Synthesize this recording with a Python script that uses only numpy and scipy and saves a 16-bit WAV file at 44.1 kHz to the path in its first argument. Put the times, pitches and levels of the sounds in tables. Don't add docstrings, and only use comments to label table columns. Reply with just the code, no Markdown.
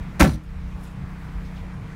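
import sys
import numpy as np
from scipy import signal
from scipy.fft import rfft, irfft, next_fast_len
from scipy.io import wavfile
from scipy.ndimage import uniform_filter1d

SR = 44100
rng = np.random.default_rng(int(sys.argv[2]) if len(sys.argv) > 2 else 0)


def pcm_store(signal):
    levels = np.round(np.clip(np.atleast_2d(signal), -1, 1) * 32767)
    wavfile.write(sys.argv[1], SR, levels.astype(np.int16).T)


def field_ratio(decibels):
    return 10 ** (np.asarray(decibels, dtype=float) / 20)


N = 85995
T = np.arange(N) / SR


def evened(x):
    return x / np.sqrt(np.mean(x ** 2) + 1e-20)


def coloured(points, x=None):
    if x is None:
        x = rng.standard_normal(N)
    size = next_fast_len(N)
    table_hz, table_db = np.transpose(points)
    hz = np.fft.rfftfreq(size, 1 / SR)
    db = np.interp(np.log(hz + 1), np.log(table_hz + 1), table_db, left=-80)
    return evened(irfft(rfft(x, size) * field_ratio(db), size)[:N])


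def resonate(x, hz, width_hz):
    turn = np.exp(2j * np.pi * np.cumsum(hz * np.ones(N)) / SR)
    r = np.exp(-np.pi * width_hz / SR)
    return 2 * (turn * signal.lfilter([1 - r], [1, -r], x / turn)).real


def drift(rate_hz):
    t = T[::32]
    curve = np.zeros(len(t))
    for f in rate_hz * np.geomspace(.05, 1, num=20):
        curve += np.sin(2 * np.pi * (f * t + rng.random())) / np.sqrt(f)
    return np.interp(T, t, evened(curve))


# frequency in Hz, level in dB.
TRAFFIC_SPECTRUM = [(200, 9.5), (300, -1), (600, -3), (1000, 0.5), (2400, -6), (2750, -13), (10500, -33),
                    (15800, -50)]


def traffic():
    hz, t, z = signal.stft(coloured(TRAFFIC_SPECTRUM), SR, nperseg=512)
    patches = uniform_filter1d(rng.standard_normal(z.shape), size=8, axis=0)
    patches = evened(uniform_filter1d(patches, size=14, axis=1))
    roar = signal.istft(z * field_ratio(1.6 * patches), SR, nperseg=512)[1][:N]
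    return field_ratio(-47 + 0.34 * drift(rate_hz=3.55)) * roar


# centre in seconds, length in seconds, level in dB, frequency in Hz.
GUST_EVENTS = [(.01, 0.012, -25.5, 64), (0.11, 0.12, -38, 146), (0.494, .04, -30, 42.6),
               (0.596, .07, -29.5, 61.6), (.76, 0.027, -31.5, 47), (1.001, 0.048, -33, 130.5),
               (1.048, 0.026, -32.5, 75), (1.361, 0.031, -25, 51.3), (1.445, 0.018, -29.5, 54.4),
               (1.613, 0.044, -34.5, 59.5), (1.808, 0.091, -35, 94)]


def wind():
    rumble = coloured([(18, 3), (30, 20.5), (70, 6.5), (130, 8), (250, -8), (400, -35.5)])
    out = field_ratio(-44 + 2.3 * drift(rate_hz=17)) * rumble
    for s, length, db, hz in GUST_EVENTS:
        shape = np.exp(-((T - s) / length) ** 2)
        lump = resonate(rng.standard_normal(N), hz, 0.6 * hz)
        lump = shape * resonate(lump, hz, 0.6 * hz)
        out += field_ratio(db) * lump * np.linalg.norm(shape) / np.linalg.norm(lump)
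    return out


# time in seconds, base rate in Hz.
IDLE_RATE = [(0, 30.65), (1.3, 30.8), (1.95, 30.35)]
# multiple of the base rate, level in dB.
ENGINE_ORDERS = [(1, -40), (2, -41.5), (3, -47.5), (4, -55), (5, -42.5), (6, -41.5), (7, -55.5), (9, -58),
                 (10, -59.5), (11, -68.5), (15, -59.5)]


def engine():
    waver_db = 1.68
    turns = np.cumsum(np.interp(T, *np.transpose(IDLE_RATE))) / SR
    out = np.zeros(N)
    for order, db in ENGINE_ORDERS:
        level = np.sqrt(2) * field_ratio(db + waver_db * drift(rate_hz=20))
        out += level * np.sin(2 * np.pi * (round(order) * turns + rng.random()))
    return out


# start in seconds, length in seconds, level in dB.
BIRD_CHIRPS = [
    (.85, .045, -61),
    (1.563, .095, -58),
]


def bird():
    top_hz, end_hz, glide_s, width_hz = 4700, 2100, .013, 160
    out = np.zeros(N)
    for s, length, db in BIRD_CHIRPS:
        t = np.clip(T - s, 0, length)
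        hz = end_hz + (top_hz - end_hz) * np.exp(-t / glide_s)
        shape = np.minimum(t / .004, 1) * np.sqrt(1 - (t / length) ** 2)
        whistle = np.sin(2 * np.pi * np.cumsum(hz) / SR)
        breath = .7 * evened(resonate(rng.standard_normal(N), hz, width_hz))
        upper = .6 * evened(resonate(rng.standard_normal(N), 1.5 * hz, 2 * width_hz))
        out += field_ratio(db) * shape * (whistle + breath + upper)
    return out


# start in seconds, rise in seconds, fall in seconds, level in dB, brightest Hz.
SHOE_SCUFFS = [
    (.435, 0.0027, .015, -59, 12000),
    (.78, 0.067, 0.046, -59, 11100),
    (.85, 0.026, 0.02, -56, 8150),
    (1.445, 0.0062, .05, -60, 5600),
    (1.555, 0.008, 0.024, -55, 3950),
]


def shoes():
    out = np.zeros(N)
    for s, rise, fall, db, hz in SHOE_SCUFFS:
        shape = np.clip((T - s) / rise, 0, 1) * np.exp(-np.maximum(T - s - rise, 0) / fall)
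        out += field_ratio(db) * shape * coloured([(0.083 * hz, -14), (hz, 0), (1.3 * hz, -8), (4 * hz, -34)])
    return out * field_ratio(2.0 * drift(rate_hz=150))


# frequency in Hz, level in dB.
RATTLE_SPECTRUM = [(120, -3), (350, 0.5), (600, 1), (1000, -10), (2000, -13), (4000, -8.5), (9500, -19.5),
                   (15500, -25)]
# frequency in Hz, width in Hz, level in dB.
TRIM_RINGS = [(4000, 270, 1.5), (5850, 150, 3), (9400, 350, 2.5)]


def trim():
    start_s, end_s, stop_s = .205, 0.345, 0.049
    start_db, fall_db_per_s, ticks_per_s = -25, -110, 1500
    ticks = field_ratio(1.9 * np.minimum(rng.exponential(1, N), 4)) * (rng.random(N) < ticks_per_s / SR)
    tick_shape = signal.fftconvolve(ticks, np.exp(-T[:400] / 0.0055))[:N]
    grains = evened(tick_shape * rng.standard_normal(N))
    ring = np.zeros(N)
    for hz, width_hz, db in TRIM_RINGS:
        ring += field_ratio(db) * evened(resonate(grains, hz, width_hz))
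    level_db = start_db + fall_db_per_s * (T - start_s)
    level_db -= 20 * np.maximum(T - end_s, 0) / stop_s
    return (T > start_s) * field_ratio(level_db) * (coloured(RATTLE_SPECTRUM, grains) + 0.15 * ring)


# start in seconds, frequency in Hz, level in dB, swell in seconds.
BODY_RINGS = [(.2062, 62.2, -2.5, 0.018), (.27, 72, -14.5, 0.0335), (.328, 63, -19.5, .022),
              (0.19, 110, -11.5, 0.042), (.30, 106.6, -16.5, 0.022), (.20, 155, -13, 0.027),
              (.2555, 150, -7, 0.02), (.2, 178, -12, 0.023), (.2, 298, -13.5, 0.026),
              (.235, 590, -19, 0.018), (.305, 152.5, -24, 0.03), (.196, 187, -9.5, 0.015),
              (.225, 205, -6, 0.021), (.27, 225, -18, .03), (.205, 270, -6.5, 0.0255),
              (.255, 230, -13.5, 0.021), (.198, 325, -9, 0.0137), (.25, 335, -17.5, 0.027),
              (.27, 308, -33, .07), (.30, 200, -24, .025), (.225, 375, -16, 0.02), (0.25, 410, -26, 0.025),
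              (.202, 545, -16, 0.011), (.232, 545, -12, 0.013), (0.23, 560, -26, 0.014),
              (.198, 850, -18, 0.016), (.23, 760, -16.5, .014), (.2, 1320, -21, .01),
              (.205, 1520, -25, 0.02)]


def body():
    out = np.zeros(N)
    for s, hz, db, swell in BODY_RINGS:
        u = np.maximum(T - s, 0) / swell
        out += field_ratio(db) * (u * np.exp(1 - u)) ** 3 * np.sin(2 * np.pi * hz * (T - s))
    return out


# time in seconds, knock in dB, crack in dB.
LID_CONTACTS = [(0.1958, -12, -12), (.198, -10, -4), (.201, -13, 0), (0.2037, 2.5, -7), (0.2086, 3.5, 6),
                (0.213, -1, 2), (0.2178, 1, -4), (.2225, 8, -4), (0.2289, -3, 4), (.230, -12, -12),
                (0.24, -2, -2), (0.244, 2, 0), (.250, 0, -6.5), (.258, -4, -12), (0.27, -7, -14),
                (0.276, -14, -15), (0.294, -11, -20), (.300, -27, -20), (0.318, -31, -20),
                (0.333, -26, -25)]


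def strikes(column, t60):
    power = np.zeros(N)
    for row in LID_CONTACTS:
        power[round(row[0] * SR)] = field_ratio(2 * row[column])
    power = signal.fftconvolve(power, field_ratio(-120 * T[:SR // 4] / t60))[:N]
    return np.sqrt(abs(power)) * (T >= LID_CONTACTS[0][0])


# frequency in Hz, level in dB per Hz.
KNOCK_SPECTRUM = [(300, -18), (500, 1.5), (900, -0.5), (1700, -3), (2400, -7), (3000, -16), (5000, -33.5)]
# frequency in Hz, level in dB per Hz.
CRACK_SPECTRUM = [(1500, 7.5), (2500, 1), (4000, -1), (6500, -2.5), (9000, -6), (13000, -10),
                  (15500, -11.5)]


def lid():
    knock = field_ratio(-12.5) * strikes(column=1, t60=0.036) * coloured(KNOCK_SPECTRUM)
    crack = field_ratio(-18) * strikes(column=2, t60=.03) * coloured(CRACK_SPECTRUM)
    return knock + crack


def yard(x):
    t = T[:SR // 2]
    dull_noise = signal.lfilter([.3], [1, -.7], rng.standard_normal(SR // 2))
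    tail = dull_noise * field_ratio(-60 * t / 0.23) * (t > .004)
    return field_ratio(-15.5) * signal.fftconvolve(x, tail / np.linalg.norm(tail))[:N]


def scene():
    background = traffic() + wind() + engine() + bird() + shoes()
    slam = lid() + body() + trim()
    return (slam + yard(slam) + background)[None]


def band_limit(x):
    return signal.sosfilt(signal.butter(12, 16300, fs=SR, output="sos"), x)


def record(dry):
    knee_db, duck, recover_db_per_s, grip_s, ceiling = -23, 0.43, 48, 0.021, .68
    power_db = 10 * np.log10(abs(uniform_filter1d(dry[0] ** 2, size=1500, origin=700)) + 1e-12)
    fall = T * recover_db_per_s
    held_db = np.maximum.accumulate(power_db + fall) - fall
    over_db = np.maximum(held_db - knee_db, 0)
    grip = 1 / (grip_s * SR)
    ducked = dry / field_ratio(duck * signal.lfilter([grip], [1, grip - 1], over_db))
    hiss = field_ratio(-65) * coloured([(1000, 5), (6000, -7), (15800, -23)])
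    out = ceiling * np.tanh(ducked / ceiling) + hiss
    out = signal.sosfilt(signal.butter(2, 22, 'high', fs=SR, output='sos'), out)
    lowpass = signal.firwin(401, 15800, window=('kaiser', 9), fs=SR)
    out = signal.oaconvolve(out, lowpass[None], 'same')
    return band_limit(out)


dry = scene()
out = record(dry)
pcm_store(out)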